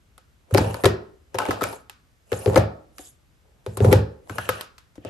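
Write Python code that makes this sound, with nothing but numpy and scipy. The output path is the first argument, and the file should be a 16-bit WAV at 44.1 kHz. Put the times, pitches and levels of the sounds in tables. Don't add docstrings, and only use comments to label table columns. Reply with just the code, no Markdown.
import sys
import numpy as np
from scipy import signal
from scipy.fft import rfft, irfft
from scipy.io import wavfile
from scipy.ndimage import uniform_filter1d

SR = 44100
rng = np.random.default_rng(int(sys.argv[2]) if len(sys.argv) > 2 else 0)


def unload_wav(signal):
    wavfile.write(
        sys.argv[1],
        SR,
        np.round(np.clip(np.atleast_2d(signal).T, -1, 1) * 32767).astype(np.int16),
    )


N = 224865

# (frequency [Hz], noise density [dB])
ROOM_TONE_SPECTRUM = [(24, -36.5), (40, 8), (121, -9.5), (233, -17.5), (943, -27.5), (1230, -26.5),
                      (10000, -38.5), (11900, -36), (12800, -45.5), (16600, -71.5), (22000, -120)]
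# (time [s], ring peak [dB], crack level [dB], ring centre [Hz], contact [s])
KNOCKS = [(0.179, -43, -43, 1090, 0.0032), (0.509, -27.5, -40, 510, 0.0059),
          (0.54, -17, -22.5, 250, 0.0068), (0.547, -2.5, -9.5, 447, 0.00066),
          (0.574, -19.5, -16.5, 264, 0.0067), (0.581, -6.5, -11.5, 494, 0.0016),
          (0.607, -13.5, -40, 516, 0.004), (0.743, -21, -23.5, 500, 0.0018),
          (0.837, -6.5, -20, 560, 0.0038), (0.844, -10.5, -16, 874, 0.0027),
          (0.855, -11, -13, 1255, 0.0065), (0.858, -1.5, -20.5, 471, 0.0045),
          (1.344, -17.5, -30.5, 630, 0.0083), (1.355, -32, -32.5, 560, 0.0017),
          (1.386, -12.5, -14, 1140, 0.0024), (1.4, -15, -35, 1300, 0.008), (1.417, -17, -35.5, 1300, 0.015),
          (1.454, -18, -22, 730, 0.00062), (1.463, -29, -30, 1400, 0.002), (1.486, -13, -33, 380, 0.0056),
          (1.508, -15, -20, 1760, 0.0053), (1.61, -17.5, -28, 1200, 0.017), (1.62, -14, -21.5, 407, 0.0019),
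          (1.633, -34, -20, 1260, 0.0013), (1.638, -14.5, -16, 1240, 0.0018),
          (1.727, -31.5, -37, 870, 0.0072), (1.897, -37.5, -29, 1306, 0.0018),
          (2.318, -12, -25, 442, 0.0055), (2.329, -18, -24.5, 510, 0.003), (2.46, -8.5, -19.5, 600, 0.001),
          (2.476, -7.5, -33.5, 413, 0.0067), (2.559, -3, -10, 602, 0.00058),
          (2.563, -11.5, -12.5, 1930, 0.00081), (2.565, -5.5, -28, 523, 0.004),
          (2.574, -1, -13.5, 515, 0.0023), (2.578, -28, -21.5, 1630, 0.0035),
          (2.983, -45.5, -30, 518, 0.0019), (2.991, -33, -38, 282, 0.0012),
          (3.663, -21.5, -31, 473, 0.0032), (3.771, -21.5, -26, 400, 0.0045),
          (3.804, -9.5, -26, 420, 0.0015), (3.846, -7, -24, 453, 0.0063), (3.883, -12, -55, 480, 0.022),
          (3.915, -7, -27, 402, 0.025), (3.927, -1, -9.5, 424, 0.0037), (4.296, -23.5, -29.5, 1254, 0.0031),
          (4.301, -28, -59, 278, 0.0017), (4.383, -14.5, -25, 1440, 0.0042),
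          (4.49, -10, -14.5, 1270, 0.0042), (4.49, -20, -55, 550, 0.00071), (4.61, -34, -23, 1450, 0.0027),
          (4.781, -53.5, -39, 1290, 0.0059), (4.955, -46.5, -53, 877, 0.011),
          (4.979, -29, -49.5, 373, 0.002), (5.049, -23.5, -33.5, 540, 0.002),
          (5.082, -36, -57.5, 404, 0.0032)]
# (frequency [Hz], level [dB], t60 [s])
CASE_MODES = [(296, 0.5, 0.04), (351, 3, 0.013), (401.5, 0, 0.058), (510.5, 4, 0.065), (542.6, 4.5, 0.021),
              (628.8, 0.5, 0.028), (714.5, -0.5, 0.052), (785, 5, 0.011), (884, 2, 0.055), (1059, 3, 0.043),
              (1301, 4, 0.048), (1488, -0.5, 0.057), (1690, 2, 0.04), (2034, -1, 0.043), (2225, 5, 0.016)]
# (frequency [Hz], noise density [dB])
CRACK_SPECTRUM = [(500, -31), (1000, -1), (2500, -7), (7260, -14), (9000, -12), (11400, -10.5),
                  (16000, -19)]
# (frequency [Hz], echo level [dB], t60 [s], left-right likeness [0-1])
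ROOM_BANDS = [(80, -0.5, 0.13, 0.49), (240, -6, 0.58, 1), (395, -4.5, 0.45, 0.26), (997, -7.5, 0.47, 0.053),
              (2540, -6.5, 0.32, 0.014), (5034, -4.5, 0.34, 0.57), (7026, -8, 0.15, 0.31),
              (10880, -15, 0.2, 0.97)]
# (time [s], peak [dB])
THUDS = [(0.526, -10.5), (0.565, -12.5), (0.611, -24), (0.658, -17.5), (0.847, -11.5), (1.35, -30.5),
         (1.488, -26), (1.626, -30), (2.325, -24.5), (2.47, -12), (2.578, -10), (3.675, -25.5),
         (3.776, -26), (3.815, -7), (3.866, -4.5), (3.927, -24), (3.949, -7.5), (4.303, -29.5),
         (4.382, -29.5), (4.494, -29.5), (4.981, -45), (5.057, -33.5)]
# (frequency [Hz], level [dB], t60 [s])
DRAWER_MODES = [(73, -7.5, .38), (96.7, 4.5, 0.23), (109.1, 3.5, 0.28), (159.2, -7.5, .36),
                (210, -8.5, 0.36)]
# (start [s], length [s], fine hiss [dB], coarse hiss [dB], scrape [dB])
SLIDES = [(0.564, 0.14, -47, -46.5, -30.5), (0.734, 0.088, -52, -56.5, -40.5),
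          (1.399, 0.12, -52, -43.5, -33), (1.495, 0.16, -85, -62.5, -37),
          (1.656, 0.086, -44.5, -50.5, -38.5), (2.34, 0.13, -44, -50, -43.5),
          (2.497, 0.097, -54.5, -55.5, -27), (3.003, 0.015, -47.5, -81, -56),
          (3.059, 0.02, -47.5, -74.5, -84), (3.454, 0.2, -96, -91, -67.5),
          (3.695, 0.063, -58.5, -67.5, -59.5), (3.835, 0.13, -46, -56.5, -26),
          (4.305, 0.075, -50, -54, -45.5), (4.407, 0.2, -48.5, -44.5, -45.5), (5.07, .06, -85, -49, -44)]
# (frequency [Hz], noise density [dB])
HISS_SPECTRUM = [(900, -28.5), (1500, -12.5), (4000, -9.5), (7300, -1.5), (9000, 0), (11200, -3),
                 (12300, -15), (13000, -45)]
# (frequency [Hz], noise density [dB])
SCRAPE_SPECTRUM = [(150, -18), (300, -8.5), (500, 3.5), (900, -4.5), (1400, -19.5), (2500, -36)]


def from_db(db):
    return 10 ** (np.asarray(db) / 20)


def rms_one(x):
    return x / np.sqrt(np.mean(x ** 2) + 1e-20)


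def at_hz(table, hz, column=1):
    table = np.array(table)
    return np.interp(np.log(np.maximum(hz, 1)), np.log(table[:, 0]), table[:, column])


def stereo_noise(spectrum, size):
    hz = np.fft.rfftfreq(size, 1 / SR)
    mid, side = rfft(rng.standard_normal((2, size))) * from_db(at_hz(spectrum, hz))
    alike = np.clip(at_hz(ROOM_BANDS, hz, column=3), 0, 1)
    return rms_one(irfft(np.sqrt(1 + alike) * mid + np.sqrt(1 - alike) * side * [[1], [-1]], size))


def add(out, time_s, sound):
    start = round(time_s * SR)
    out[..., start:start + sound.shape[-1]] += sound[..., :N - start]


def room_tone(level_db=-55.5):
    return from_db(level_db) * stereo_noise(ROOM_TONE_SPECTRUM, N)


def palette_knocks(spread_octaves=0.83, lag_cycles=0.6, detune=0.019, hollow_db=5.0, lean_db=5.0):
    direct, to_room = np.zeros((2, 2, N))
    t = np.arange(SR // 5) / SR
    hz, mode_db, t60 = np.transpose(CASE_MODES)
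    mode_age = np.maximum(t - lag_cycles / hz[:, None], 0)
    decay = from_db(-60 * mode_age / t60[:, None])
    variations = rng.standard_normal((len(KNOCKS), 3, len(hz)))
    grit = stereo_noise(CRACK_SPECTRUM, N + len(t))
    octaves = np.log2(np.fft.rfftfreq(len(t), 1 / SR) / 1000 + 1e-3)
    click_spectrum = from_db(at_hz(CRACK_SPECTRUM, 1000 * 2 ** octaves))
    for k, (time_s, ring_db, crack_db, centre_hz, contact_s) in enumerate(KNOCKS):
        force, tuning, colour = variations[k]
        contact_s = np.clip(contact_s, .0004, .02)
        softness_db = max(ring_db - crack_db, 0)

        away = np.log2(hz / centre_hz) / spread_octaves
        away *= np.where(away > 0, 0.5 + 0.29 * softness_db, 1)
        strength = from_db(mode_db - 4.7 * np.abs(away) + 4.6 * force) * (-1) ** np.arange(len(hz))
        shifted_hz = hz * (1 + detune * tuning)
        modes = decay * np.sin(2 * np.pi * shifted_hz[:, None] * mode_age)
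        build_up = (1 - np.exp(-t / (0.18 * contact_s))) ** 2
        ring = (strength @ modes) * build_up
        ring = from_db(ring_db) * ring / np.abs(ring).max()

        tint = from_db(hollow_db * np.interp(octaves, np.linspace(-1, 4, len(hz)), colour))
        dulling = from_db(-0.16 * softness_db * np.maximum(octaves, 0))
        start = round(time_s * SR)
        burst = irfft(rfft(grit[:, start:start + len(t)]) * dulling * tint, len(t))
        crack = from_db(crack_db) * rms_one(burst) * np.exp(-t / contact_s)
        add(direct, time_s, ring * from_db([[lean_db / 2], [-lean_db / 2]]) + crack)

        blunt = ring * np.exp(-t / (contact_s + 1 / centre_hz))
        click = np.roll(irfft(click_spectrum * dulling, len(t)), 128)[:512]
        spot = to_room[k % 2]
        add(spot, time_s, blunt * np.sqrt(np.sum(ring ** 2) / np.sum(blunt ** 2)))
        add(spot, time_s, click * np.sqrt(np.sum(crack ** 2) / 2 / np.sum(click ** 2)))
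    bass_cut = signal.butter(2, 290., "high", fs=SR, output="sos")
    return direct, signal.sosfilt(bass_cut, to_room)


def room_echoes(spot, rise_s=0.0002):
    t = np.arange(SR // 2) / SR
    edges_hz = 60 * 2 ** np.arange(0, 8.5, .5)
    noises = [stereo_noise([(20, 0), (20000, 0)], len(t)) for _ in range(2)]
    echoes = 0
    for k, (low, high) in enumerate(zip(edges_hz, edges_hz[1:])):
        hz = np.sqrt(low * high)
        t60 = at_hz(ROOM_BANDS, hz, column=2)
        bandpass = signal.butter(2, [low, high], "band", fs=SR, output="sos")
        band = signal.sosfilt(bandpass, noises[k % 2])
        decay_energy = SR * t60 / (6 * np.log(10))
        echoes += from_db(at_hz(ROOM_BANDS, hz) - 60 * t / t60) / np.sqrt(decay_energy) * band
    echoes *= 1 - np.exp(-t / rise_s)
    return signal.fftconvolve(spot[None], echoes, axes=1)[:, :N]


def drawer_thuds(push_s=0.0077):
    out, t = np.zeros(N), np.arange(SR // 2) / SR
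    boom = sum(from_db(db - 60 * t / t60) * np.sin(2 * np.pi * hz * t) for hz, db, t60 in DRAWER_MODES)
    boom *= 1 - np.exp(-t / push_s)
    for time_s, peak_db in THUDS:
        add(out, time_s, from_db(peak_db) * boom / np.abs(boom).max())
    return out


def sliding_faces(rise_db_per_s=402, fall_db_per_s=303, split_hz=3000, catches_per_s=250, uneven_db=2.0):
    t, envelopes = np.arange(N) / SR, 0
    for start_s, length_s, *levels_db in SLIDES:
        before_s, after_s = np.maximum(start_s - t, 0), np.maximum(t - start_s - length_s, 0)
        stroke = from_db(-rise_db_per_s * before_s - fall_db_per_s * after_s)
        envelopes += np.outer(from_db(levels_db), stroke)
    edges_hz = split_hz * 2 ** np.arange(-2, 2.5, .5)
    pressure = rng.standard_normal((len(edges_hz), N))
    pressure = uniform_filter1d(uniform_filter1d(pressure, size=600), size=600)
    catches = (rng.random(pressure.shape) < catches_per_s / SR) * rng.exponential(1, pressure.shape)
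    catches = signal.lfilter([1], [1, -.98], catches + catches[0] / 2)
    grain = from_db(uneven_db * rms_one(pressure)) * (1 + from_db(-7) * catches)
    hiss = stereo_noise(HISS_SPECTRUM, N)
    bands = [gain * signal.sosfilt(signal.butter(2, [low, high], "band", fs=SR, output="sos"), hiss)
             for gain, low, high in zip(grain[1:], edges_hz, edges_hz[1:])]
    fine, coarse = sum(bands[4:]), sum(bands[:4])
    scrape = grain[0] * stereo_noise(SCRAPE_SPECTRUM, N)
    return sum(envelope * rms_one(layer) for envelope, layer in zip(envelopes, (fine, coarse, scrape)))


def scene():
    knocks, to_room = palette_knocks()
    booms = drawer_thuds() * from_db([[-0.3], [0.3]])
    rubbing = sliding_faces()
    echoes = sum(room_echoes(spot) for spot in to_room)
    return knocks + booms + echoes + rubbing + room_tone()


def record(dry):
    port_hz, port_width_hz, cutoff_hz = 10200, 1500, 16500
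    radius, angle = np.exp(-np.pi * port_width_hz / SR), 2 * np.pi * port_hz / SR
    cavity = [1, -2 * radius * np.cos(angle), radius ** 2]
    sound = np.array([signal.lfilter(cavity[::-1], cavity, dry[0]), dry[1]])
    sound = signal.sosfilt(signal.butter(4, 58., "high", fs=SR, output="sos"), sound)
    sound = np.tanh(sound / 1.5) * 1.5
    treble_cut = signal.cheby1(10, 1, 12200, fs=SR, output="sos")
    sound = signal.sosfilt(treble_cut, sound) + from_db(-32) * sound
    top_cut = signal.cheby2(12, 70, cutoff_hz, fs=SR, output="sos")
    return signal.sosfilt(top_cut, np.clip(sound, -.98, .98))


dry = scene()
out = record(dry)
unload_wav(out)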